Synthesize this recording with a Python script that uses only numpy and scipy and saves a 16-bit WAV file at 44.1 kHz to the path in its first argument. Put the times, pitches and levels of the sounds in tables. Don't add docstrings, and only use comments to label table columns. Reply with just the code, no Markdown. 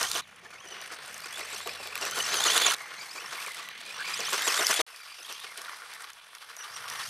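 import sys
import numpy as np
from scipy import signal
from scipy.io import wavfile
from scipy.ndimage import uniform_filter1d

SR = 44100
rng = np.random.default_rng(int(sys.argv[2]) if len(sys.argv) > 2 else 0)


def dump_mix(stems):
    frames = np.atleast_2d(stems).T
    limited = np.clip(frames, -1, 1)
    pcm = np.round(limited * 32767).astype(np.int16)
    wavfile.write(sys.argv[1], SR, pcm)


def gain_from_db(level_db):
    decades = np.asarray(level_db, float) / 20
    return 10 ** decades


N = 312669

# (start [s], end [s])
PASS_SPANS = [(0, .211), (.211, 2.748), (2.748, 4.816), (4.865, 7.1)]
# (frequency [Hz], width [Hz], level [dB])
CHASSIS_MODES = [(410, 82, -4.5), (471, 52, -8.5), (685, 144, -4.5), (1125, 270, 6), (1427, 260, 4),
                 (1830, 170, -0.5), (3120, 510, -0.5)]
# (frequency [Hz], width [Hz], gain [dB])
SHELL_RESONANCES = [(1114, 162, 2), (1670, 170, 1.5), (3430, 210, 3.5), (9140, 1660, 3.5)]


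def rms_one(x):
    return x / np.sqrt(np.mean(x ** 2) + 1e-20)


def in_time(rows):
    s, *columns = np.transpose(rows)
    return np.array([np.interp(np.arange(N) / SR, s, c) for c in columns])


def per_pass(tables):
    which = np.searchsorted([end for start, end in PASS_SPANS], np.arange(N) / SR)
    return sum((which == k) * in_time(rows) for k, rows in enumerate(tables))


def constant_per_pass(values):
    return per_pass([[(0, value)] for value in values])[0]


def band(x, low_hz, high_hz):
    return signal.sosfilt(signal.butter(2, [low_hz, min(high_hz, .45 * SR)], "band", fs=SR, output="sos"), x)


def drift(rate_hz):
    r = np.exp(-40 * np.pi * rate_hz / SR)
    slow = signal.lfilter([1], [1, -2 * r, r * r], rng.standard_normal(N // 20 + 2002))[2000:]
    return np.interp(np.arange(N) / 20, np.arange(len(slow)), rms_one(slow))


def resonance(x, hz, width):
    r = np.exp(-np.pi * width / SR)
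    poles = [1, -2 * r * np.cos(2 * np.pi * hz / SR), r * r]
    return signal.lfilter((1 - r * r) / 2 * np.array([1, 0, -1]), poles, x + 1e-18)


def coloured(x, peaks):
    for hz, width, db in peaks:
        x = x + (gain_from_db(db) - 1) * resonance(x, hz, width)
    return x


def mesh():
    # (time [s], tooth rate before [Hz], length of the change [s], tooth rate after [Hz], level [dB])
    turning_points = [(0.0, 3640, 0.039, 2835, -45), (.152, 3804, 0.0073, 3015, -42),
                      (.209, 3050, 0.0039, 2260, -71), (.4, 2264, .06, 2225, -73),
                      (0.527, 2400, 0.03, 2090, -60), (0.574, 2163, .004, 2280, -64),
                      (0.622, 3310, 0.062, 2870, -59.5), (0.701, 3160, 0.035, 2890, -58),
                      (.75, 2920, .06, 2930, -62), (.83, 3000, 0.022, 2930, -68),
                      (1.105, 3185, 0.07, 2135, -80), (1.191, 2104, .01, 2076, -58),
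                      (1.235, 2354, .004, 2380, -51), (1.254, 2513, 0.019, 2080, -56),
                      (1.34, 3380, .01, 3417, -51), (1.395, 3670, 0.016, 1942, -49),
                      (1.48, 3480, .01, 3530, -56), (1.529, 3880, 0.026, 2670, -49),
                      (1.665, 3930, 0.028, 2420, -49.5), (1.75, 2924, 0.14, 2230, -55),
                      (2.011, 3080, 0.018, 2780, -42.5), (2.178, 3136, 0.012, 2910, -39.5),
                      (2.194, 2954, 0.014, 2993, -37), (2.234, 3180, 0.015, 2647, -46),
                      (2.252, 2630, .004, 2626, -43.5), (2.289, 3190, 0.012, 3033, -46),
                      (2.355, 3240, 0.032, 2975, -37), (2.455, 3696, 0.029, 2854, -33.5),
                      (2.558, 3670, 0.022, 2820, -32), (2.589, 2909, 0.0037, 2957, -38),
                      (2.66, 3587, .022, 2758, -32), (2.689, 2799, 0.0035, 2850, -38),
                      (2.747, 3426, 0.0038, 2116, -72), (2.81, 2168, 0.042, 2050, -54),
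                      (2.884, 2196, .03, 2078, -63), (2.975, 2094, 0.0078, 2080, -49.5),
                      (3.004, 2290, .004, 2306, -46), (3.022, 2400, 0.0059, 2400, -49),
                      (3.036, 2423, 0.04, 2094, -61), (3.092, 2130, .004, 2150, -50.5),
                      (3.143, 2735, 0.025, 2300, -54), (3.172, 2300, 0.0077, 2343, -48.5),
                      (3.198, 2626, .004, 2648, -50), (3.222, 3000, 0.024, 2693, -55.5),
                      (3.252, 2690, .008, 2713, -55), (3.285, 3080, 0.0058, 3090, -56),
                      (3.325, 3347, 0.012, 2475, -51), (3.35, 2480, 0.034, 2155, -52),
                      (3.452, 2754, 0.026, 2086, -54.5), (3.6, 2008, .11, 1937, -58.5),
                      (3.9, 2450, 0.0086, 2470, -52), (3.974, 2980, 0.022, 2503, -54),
                      (4.05, 2243, .006, 2280, -48), (4.064, 2490, 0.026, 2374, -45),
                      (4.104, 2420, .004, 2450, -57), (4.125, 3017, 0.008, 2438, -49),
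                      (4.136, 2440, 0.012, 2560, -40.5), (4.16, 2900, .004, 2950, -51),
                      (4.194, 3510, 0.029, 2050, -43), (4.228, 2094, 0.0037, 2140, -44),
                      (4.25, 2643, 0.0047, 2706, -44), (4.268, 3060, 0.0059, 3084, -44),
                      (4.327, 3826, 0.028, 2540, -44.5), (4.44, 3700, .02, 3844, -43),
                      (4.472, 3880, 0.026, 2547, -36), (4.514, 2563, .004, 2608, -43),
                      (4.574, 3543, 0.017, 3610, -39.5), (4.597, 3637, 0.018, 2834, -40.5),
                      (4.625, 2775, .008, 2780, -40), (4.697, 3600, 0.018, 2873, -40),
                      (4.757, 3506, .02, 3344, -43.5), (4.798, 3810, 0.015, 3194, -36),
                      (4.859, 2880, 0.12, 2404, -65.5), (5.0, 2446, 0.026, 2324, -62.5),
                      (5.086, 2417, 0.052, 2352, -59.5), (5.187, 2913, 0.017, 2455, -59),
                      (5.245, 3260, 0.0041, 3215, -53), (5.292, 3836, 0.019, 2683, -56.5),
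                      (5.437, 3710, 0.017, 2207, -56.5), (5.5, 2122, 0.013, 2085, -60.5),
                      (5.56, 2268, 0.016, 2238, -83), (6.39, 2346, 0.043, 2470, -88),
                      (6.575, 2930, 0.021, 2870, -60), (6.608, 2953, 0.017, 2884, -54.5),
                      (6.63, 2874, 0.0097, 2888, -70), (6.665, 2983, 0.021, 2196, -67),
                      (6.69, 2304, 0.0079, 2352, -60), (6.75, 2890, 0.017, 2860, -52),
                      (6.78, 2800, 0.023, 2774, -66), (6.81, 2847, 0.0042, 2950, -57),
                      (6.833, 3220, 0.019, 2715, -62), (6.91, 2810, 0.0058, 2825, -56),
                      (6.95, 3105, 0.025, 2795, -62), (6.982, 2817, .012, 2795, -56),
                      (7.002, 3540, 0.026, 2130, -55), (7.03, 2130, 0.0064, 2176, -52),
                      (7.056, 2800, 0.0056, 2850, -57), (7.09, 3430, 0.028, 2810, -47)]
    glide_bend = 1.5
    change_beading = .45
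    change_db = -4.5
    sink_db_per_s, sink_s = -90, .075
    s, before, length, after, db = np.transpose(turning_points)
    t = np.arange(N) / SR
    k = np.clip(np.searchsorted(s, t, "right") - 1, 0, len(s) - 2)
    glide_start = s[k] + length[k]
    changing = t < glide_start

    glided = np.clip((t - glide_start) / np.maximum(s[k + 1] - glide_start, 1e-4), 0, 1)
    glide_hz = after[k] + (before[k + 1] - after[k]) * (1 - (1 - glided) ** glide_bend)
    change_hz = before[k] + (after[k] - before[k]) * np.clip((t - s[k]) / length[k], 0, 1)
    teeth_hz = np.where(changing, change_hz, glide_hz)

    beading = uniform_filter1d(np.where(changing, change_beading, 1.), int(.004 * SR))

    whine_db = db[k] + (db[k + 1] - db[k]) * glided ** 2.0
    whine_db = whine_db + sink_db_per_s * np.clip(t - glide_start, 0, sink_s)
    whine_db = whine_db + change_db * np.clip((glide_start - t) / length[k], 0, 1)
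    return teeth_hz, beading, whine_db


def gears(teeth_hz, whine_db, beading, turn):
    overtones_db = [12.5, 11.5, 2.5, -12, -29]
    # (frequency [Hz], width [Hz], gain [dB])
    housing = [(2400, 470, 2), (3600, 700, 1.5), (5970, 390, 5), (7000, 1300, 0)]
    # (time [s], overtones over the tooth tone [dB])
    balance = [(0, 2), (.2, -4), (.55, -4), (.7, -8), (1.0, -8), (1.25, 4), (1.36, 0), (1.4, 5), (1.45, 1),
               (1.68, -2), (1.8, -12), (2.2, 1), (2.46, -0.5), (2.53, -6), (2.56, 6), (2.58, 2), (2.6, -3),
               (2.645, -8), (2.665, 4), (2.76, -7), (2.93, -8), (2.99, -1), (3.2, 3), (3.3, 3), (3.45, -17),
               (3.75, -3), (4.0, 1.5), (4.44, 7), (4.49, 1), (4.58, 7), (4.7, 3), (4.76, 2), (4.81, -8),
               (5.0, -2), (5.245, 2), (5.28, -16), (5.33, 4), (5.4, -4), (5.5, -12.5), (6.4, -3), (6.6, 8),
               (7.1, 7)]
    rasp = .44
    break_db = 2.2
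    balance_db, = in_time(balance)
    roughness = .012 * drift(800) + 0.00572 * drift(41.8)
    phase = 2 * np.pi * np.cumsum(teeth_hz * (1 + roughness)) / SR
    out = 0
    for k, db in enumerate(overtones_db):
        bead = np.exp(beading * (np.cos(turn + .9 * drift(5)) - 1))
        tilt_db = balance_db * (.5 if k else -.5)
        in_phase = (1 - rasp + rasp * drift(107)) * np.sin((k + 1) * phase)
        quadrature = rasp * drift(144) * np.cos((k + 1) * phase)
        out = out + gain_from_db(db + tilt_db + break_db * drift(22)) * bead * (in_phase + quadrature)
    return gain_from_db(whine_db) * coloured(out, housing)


def scrabble(level_db, growl_db, bright_db, turn):
    # (frequency [Hz], relative level [dB])
    dirt_colour = np.array([(120, -55), (200, -21), (463, -4), (944, -3), (1110, -2.5), (1920, 1),
                            (3390, -19), (4970, -2.5), (6310, 4.5), (7710, -7), (10700, -8.5), (13600, -28),
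                            (15700, -78)])
    weight_levels = [-10.5, -6, -10.5, -12.5]
    growl_tops = [-8, -0.5, 0, -4.5]
    top_db = constant_per_pass(growl_tops)
    weight_db = growl_db + constant_per_pass(weight_levels)

    grain_on = rng.random((2, N)) < 1500 / SR
    grain_size = gain_from_db(3.3 * np.minimum(rng.exponential(1, (2, N)), 5))
    grains = grain_on * grain_size * rng.choice([-1, 1], (2, N))
    source = 1.18 * rng.standard_normal((2, N)) + 0.41 * rms_one(grains)

    edges = 200 * 2 ** np.arange(0, 6.6, .5)
    together_db = .4 * drift(15) + 1.8 * drift(70) + 1.2 * np.cos(turn)
    spray_db = 0.48 * drift(200)
    groups = np.zeros((4, N))
    for k, (low_hz, high_hz) in enumerate(zip(edges, edges[1:])):
        colour_db = np.interp(np.log(low_hz * high_hz) / 2, np.log(dirt_colour[:, 0]), dirt_colour[:, 1])
        group = int(low_hz > 790) + int(low_hz > 2200) + int(low_hz > 4400)
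        band_db = colour_db + 1.62 * drift(9.4) + spray_db * (group == 3) + top_db * (k == 6)
        groups[group] += gain_from_db(band_db) * band(source[k % 2], low_hz, high_hz)
    low, growl, mid, top = [rms_one(g) for g in groups]
    mix = gain_from_db(level_db) * mid + gain_from_db(growl_db) * growl + gain_from_db(weight_db) * low + gain_from_db(bright_db) * top
    return gain_from_db(together_db - 3.5) * coloured(mix, SHELL_RESONANCES)


def bumps():
    # (time [s], relative thud [dB], relative crunch [dB], half duration [s])
    landings = [(0.012, -25.5, -17, 0.022), (0.035, -37, -19, 0.036), (0.154, -26.5, -22, 0.029),
                (0.17, -60, -23.5, 0.061), (0.427, -44, -47.5, 0.09), (0.45, -60, -52, 0.0099),
                (0.508, -53, -41, 0.023), (0.529, -46, -41.5, 0.055), (0.641, -40.5, -49, 0.064),
                (0.705, -41, -43, 0.12), (0.917, -36, -30, 0.04), (0.994, -56, -40, 0.0045),
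                (1.021, -62, -37, 0.037), (1.259, -34, -27, 0.02), (1.383, -34, -33, 0.07),
                (1.53, -31.5, -31, 0.032), (1.661, -27.5, -34, 0.044), (1.798, -34, -37, 0.041),
                (1.859, -35.5, -59, 0.039), (1.951, -42, -32, 0.081), (2.008, -31, -29, 0.072),
                (2.065, -38, -23.5, 0.024), (2.169, -27.5, -24, 0.053), (2.322, -28, -26.5, 0.093),
                (2.455, -24.5, -17.5, 0.052), (2.557, -27, -18, 0.021), (2.566, -29, -15, 0.031),
                (2.658, -25.5, -18.5, 0.043), (2.705, -40, -19.5, 0.041), (3.155, -36, -32.5, 0.04),
                (3.221, -42, -45, 0.034), (3.317, -38, -29, 0.051), (3.471, -39, -32, 0.027),
                (3.558, -47.5, -33.5, 0.12), (4.076, -41, -26.5, 0.073), (4.192, -29.5, -27, 0.044),
                (4.328, -26, -16.5, 0.042), (4.473, -26, -18, 0.031), (4.592, -21.5, -21, 0.036),
                (4.698, -20, -16, 0.025), (4.794, -16.5, -21.5, 0.085), (5.187, -43, -42, 0.04),
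                (5.289, -37, -31, 0.054), (5.439, -38, -33, 0.033), (5.576, -39.5, -32.5, 0.04),
                (5.61, -56, -44, 0.031), (5.649, -66, -37, 0.021), (5.692, -71, -33, 0.017),
                (6.039, -56, -36, 0.014), (6.352, -67, -33.5, 0.014), (6.414, -68, -36.5, 0.039),
                (6.49, -70, -36.5, 0.041), (6.634, -63, -32, 0.038), (6.765, -65, -29, 0.033),
                (6.883, -64, -27, 0.022), (6.953, -62, -32, 0.022), (6.991, -60, -26, 0.051)]
    thud, crunch = np.zeros(N), np.zeros(N)
    for s, thud_db, crunch_db, length in landings:
        t = np.arange(int(2 * length * SR)) / (SR * length)
        shape = 2.95 * t * np.exp(-3.0 * t) * (1 - t / 2)
        cut = min(end for start, end in PASS_SPANS if end > s)
        shape = shape * (s + t * length < cut)
        i = max(int((s - .004) * SR), 0)
        thud[i:i + len(t)] += (gain_from_db(thud_db) * shape)[:N - i]
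        crunch[i:i + len(t)] += (gain_from_db(crunch_db) * shape)[:N - i]
    shake = rng.standard_normal((len(CHASSIS_MODES), N)) * gain_from_db(1.94 * drift(340))
    rings = [gain_from_db(db) * rms_one(resonance(n, hz, width)) for n, (hz, width, db) in zip(shake, CHASSIS_MODES)]
    dirt = gain_from_db(8.0) * rms_one(band(shake[0], 1180, 7500))
    return thud * rms_one(sum(rings[:3])) + crunch * rms_one(sum(rings[3:]) + dirt)


def rattle(growl_db):
    knocks_per_s, under_growl_db = 200, -5
    width_share = .5
    knock_on = rng.random(N) < knocks_per_s / SR
    knock_size = gain_from_db(3.7 * np.minimum(rng.exponential(1, N), 3))
    knocks = knock_on * knock_size * rng.choice([-1, 1], N)
    modes = CHASSIS_MODES[1:6]
    dealt = rng.integers(0, len(modes), N)
    rings = 0
    for k, (hz, width, db) in enumerate(modes):
        rings = rings + gain_from_db(db) * rms_one(resonance(knocks * (dealt == k), hz, width_share * width))
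    return gain_from_db(growl_db + under_growl_db) * rms_one(rings)


def grit(level_db):
    # (time [s], crack peak before filtering [dB], centre of the crack [Hz])
    stones = [(0.0293, -6, 4800), (0.115, -9.5, 4580), (0.152, -14, 3050), (0.5062, -40, 2790),
              (.686, -33, 7780), (.815, -27, 6000), (.9, -41, 7100), (.987, -36, 2500), (1.02, -44, 8500),
              (1.079, -26.5, 7000), (1.133, -33, 8060), (1.1435, -23, 6470), (1.18, -27, 7500),
              (1.204, -24.5, 4065), (1.258, -27, 7000), (1.38, -24, 7990), (1.394, -21, 2530),
              (1.406, -22, 2400), (1.6095, -32, 3740), (1.674, -17, 2793), (1.7044, -38, 2822),
              (1.873, -20, 2927), (1.955, -13.5, 2505), (1.9773, -17, 2720), (2.0132, -19, 5650),
              (2.0524, -13.5, 2570), (2.1113, -15, 6040), (2.1888, -13, 5780), (2.2798, -26, 6326),
              (2.3425, -9.5, 2900), (2.4155, -17, 4050), (2.4402, -9, 5960), (2.476, -26, 5880),
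              (2.5668, -22, 6484), (2.5776, -4.5, 2750), (2.7095, -8, 2920), (3.4632, -25, 7770),
              (3.688, -22, 2780), (3.9678, -27, 3193), (4.0952, -25, 3355), (4.204, -19, 4910),
              (4.33, -10, 3294), (4.4215, -11, 3403), (4.4765, -9, 2735), (4.5676, -12, 7360),
              (4.6681, -3, 5080), (4.7036, -26, 3260), (4.741, -11, 3237), (4.8027, -21, 3252),
              (4.944, -43, 2675), (4.9614, -27.5, 4850), (5.1879, -40, 2540), (5.2997, -29, 2740),
              (5.3253, -22, 6030), (5.444, -35, 3550), (5.5757, -20.5, 8340), (5.617, -23.5, 5840),
              (5.6482, -28, 3730), (5.882, -39, 3430), (5.937, -25.5, 6420), (5.948, -28, 7000),
              (6.022, -27, 7600), (6.0426, -31, 3530), (6.088, -36, 5160), (6.102, -26.5, 6270),
              (6.133, -29, 6600), (6.35, -26, 5940), (6.384, -34, 3500), (6.418, -45, 4980),
              (6.5664, -24, 6490), (6.643, -34, 4480), (6.8863, -29, 5800), (6.9, -16.5, 6100)]
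    first_touch = 3.0
    body_db = -18.5
    crack_width = 0.14
    bright, body = np.zeros(N), np.zeros(N)
    t = np.arange(int(0.0052 * SR)) / SR
    snaps = rng.standard_normal((len(stones), len(t))) * (1 - np.exp(-t / .0001)) * np.exp(-t / .0012)
    snaps[:, 2] += first_touch
    for (s, db, hz), snap in zip(stones, snaps):
        i = int(s * SR)
        crack = rms_one(resonance(snap, hz, crack_width * hz)) + rms_one(snap)
        bright[i:i + len(t)] += (gain_from_db(db) * crack / np.abs(crack).max())[:N - i]
        body[i:i + len(t)] += (gain_from_db(db + body_db) * snap)[:N - i]

    small_on = rng.random(N) < 80 * gain_from_db(5.0 * drift(4)) / SR
    small = small_on * gain_from_db(4.67 * np.minimum(rng.exponential(1, N), 2.2))
    small = signal.lfilter([1], [1, -np.exp(-1 / (.002 * SR))], small) * rng.standard_normal(N)
    small = gain_from_db(level_db - 5.0) * small
    dull = band(small, 3300, 11000) + band(body, 1200, 3800)
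    return band(bright, 2000, 14000) + coloured(dull, SHELL_RESONANCES)


def squeaks():
    # (start [s], length [s], mean frequency [Hz], level [dB])
    tones = [(0.207, 0.042, 3550, -49), (0.454, 0.016, 1760, -45.5), (1.02, 0.068, 3430, -52),
             (3.986, 0.047, 1705, -34)]
    out, t, waver = np.zeros(N), np.arange(N) / SR, drift(45.2)
    for s, length, hz, db in tones:
        shape = np.sin(np.pi * np.clip((t - s) / length, 0, 1)) ** .5
        out += gain_from_db(db) * shape * np.sin(2 * np.pi * np.cumsum(hz * (1 + 0.083 * waver)) / SR)
    return out


def ground_reflection(buggy):
    # (echo delay at start [ms], echo delay at end [ms], echo share [0-1])
    ground = [(.39, .39, .1), (.24, .36, .3), (.28, .3, .1), (.14, .14, .4)]
    t, out, gate = np.arange(N) / SR, 0, 0
    for (start, end), (first_ms, last_ms, share) in zip(PASS_SPANS, ground):
        echo_ms = np.interp(t, [start, end], [first_ms, last_ms])
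        on = (t >= start) & (t < end)
        out = out + on * (buggy - share * np.interp(t - echo_ms / 1000, t, buggy))
        gate = gate + on
    return out, gate


def port_difference(buggy, level_db):
    # (time [s], bearing [about -1 right to 1 left])
    bearing = [(0, -0.6), (.2, -1), (.22, -0.062), (.5, 0.49), (1.34, -0.13), (2.25, 0.19), (2.5, -0.26),
               (2.745, -1.28), (2.76, 0.78), (3.15, 0.47), (3.5, -0.51), (3.94, -0.91), (4.5, -0.27),
               (4.82, 1), (4.87, 0.25), (5.3, -0.2), (5.9, -1.13), (6.4, -0.93), (7.1, 0.071)]
    near_db, near_follows = -25, 0.7
    bias_3k, bias_7k = 0.5, 0.54
    left, = in_time(bearing)
    overall = 0.12 * left * gain_from_db(near_follows * (level_db - near_db)) * buggy
    treble = 0.018 * left * band(buggy, 5500, 16000)
    near_3k = -0.11 * (bias_3k - left) * band(buggy, 2560, 4200)
    near_7k = 0.12 * (bias_7k + left) * band(buggy, 3800, 8900)
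    return overall + treble + near_3k + near_7k - 0.1 * band(buggy, 300, 800)


def barrier_echoes(buggy):
    sides = []
    for lag in (.013, .019):   # seconds, left and right
        low = gain_from_db(-29.5) * band(np.roll(buggy, int(lag * SR)), 330, 2200)
        high = gain_from_db(-21.5) * band(np.roll(buggy, int(lag * SR / 4)), 3600, 8800)
        sides.append(low + high)
    return np.array(sides)


def gusts():
    # (start [s], end [s], level [dB])
    spells = [(0, 0.217, -61.5), (6.696, 7.1, -63.5)]
    t = np.arange(N) / SR
    on = sum(gain_from_db(db) * np.clip((t - start) / .01, 0, 1) * (t < end) for start, end, db in spells)
    mid, side = band(band(rng.standard_normal((2, N)), 79, 177), 88, 310)
    return on * gain_from_db(2.5 * drift(24)) * rms_one(mid + 1.2 * side * [[1], [-1]])


def outdoors():
    # (time [s], level [dB])
    far_rumble = [
        [(0, -73), (0.2, -58)],
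        [(0.23, -68), (1.77, -67.5), (2.25, -59), (2.74, -64)],
        [(2.77, -68.5), (3.7, -69), (4.3, -64), (4.7, -66), (4.8, -84)],
        [(4.88, -88), (5.4, -77.5), (6.5, -82.5), (7.09, -76)],
    ]
    air_levels = [-67, -88, -95, -84.5]
    # (time [s], level [dB])
    drone_levels = [(0, -70), (.9, -77), (1.4, -70), (1.8, -65), (2.5, -67.5), (2.74, -65), (2.76, -100),
                    (7.1, -100)]
    drone_hz = 86.1
    rumble_db, = per_pass(far_rumble)
    mid, side = band(rng.standard_normal((2, N)), 117, 239)
    rumble = gain_from_db(rumble_db + 1.5 * drift(8)) * rms_one(mid + .42 * side * [[1], [-1]])
    mid, side = band(rng.standard_normal((2, N)), 30, 90)
    air_gain = gain_from_db(constant_per_pass(air_levels)) + gain_from_db(rumble_db - 20)
    air = air_gain * rms_one(mid + 0.4 * side * [[1], [-1]])
    drone = np.sin(2 * np.pi * drone_hz * np.arange(N) / SR + 0.32 * drift(1.5))
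    return rumble + air + gain_from_db(in_time(drone_levels)[0]) * drone


def scene():
    # (time [s], loudness [dB], dig [dB], wheelspin [dB])
    rolling = [
        [(0.0, -35, 1.5, 4), (0.056, -41, -4, 3.5), (0.174, -32.5, -9, -0.5), (0.2, -35, -8, -3)],
        [(0.23, -56, -3, -7), (0.48, -56, 0.5, -11), (0.65, -49.5, -2.5, -7), (0.82, -44, -3, -11),
         (0.98, -47, -1.5, -10), (1.11, -46.5, -2, -2.5), (1.3, -45, -3, -6), (1.53, -40.5, -6.5, -5.5),
         (1.9, -46, -0.5, -2), (2.2, -37.5, -1, -1.5), (2.38, -31.5, -5, -2.5), (2.56, -26.5, -6, -3),
         (2.7, -26.5, -7.5, -10), (2.74, -31, -7.5, -4.5)],
        [(2.77, -46.5, 1, -6), (3.06, -48.5, 1.5, 0.5), (3.46, -40.5, -3.5, -5), (3.69, -45.5, -5, -13),
         (3.93, -42.5, -3, -7.5), (4.1, -39.5, -5.5, -5), (4.23, -37, -4.5, -4.5), (4.39, -35, -1.5, -1.5),
         (4.58, -35, 2.5, 4.5), (4.63, -36.5, 6, 1), (4.68, -37.5, -2, 4), (4.71, -30, -1.5, -7),
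         (4.78, -31, -3.5, -3), (4.8, -30.5, -2, -7)],
        [(4.88, -55, 6, 3), (5.2, -53.5, 1.5, 2.5), (5.38, -46.5, -3, -1.5), (5.48, -52, 2.5, 2),
         (5.66, -51.5, 8.5, 2), (5.79, -54, 9.5, 2.5), (5.92, -52, 6, 2), (6.05, -53.5, 10, 6),
         (6.08, -53, 4.5, -2), (6.22, -56.5, 2, 0), (6.38, -56.5, 5.5, 1), (6.64, -55, 9, 4), (6.74, -54, 8, 4),
         (6.95, -45, 7, 1.5), (7.09, -51.5, 8.5, 10.5)],
    ]
    teeth_per_turn = 55.0
    level_db, dig_db, spin_db = per_pass(rolling)
    growl_db = level_db + dig_db
    teeth_hz, beading, whine_db = mesh()
    turn = 2 * np.pi * np.cumsum(teeth_hz / teeth_per_turn) / SR
    buggy = gears(teeth_hz, whine_db, beading, turn)
    buggy = buggy + scrabble(level_db, growl_db, level_db + spin_db, turn)
    buggy = buggy + bumps() + rattle(growl_db) + grit(level_db) + squeaks()
    buggy, gate = ground_reflection(buggy)
    buggy = band(buggy, 120, 19000)
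    difference = port_difference(buggy, level_db)
    stereo = buggy + difference * [[1], [-1]]
    return gate * (stereo + barrier_echoes(buggy) + gusts() + outdoors())


def roll_off(x):
    return signal.sosfilt(signal.butter(12, 15860, fs=SR, output="sos"), x)


def record(dry):
    finished = signal.sosfilt(signal.cheby2(12, 60, 16150, fs=SR, output="sos"), dry)
    return roll_off(finished)


dry = scene()
out = record(dry)
dump_mix(out)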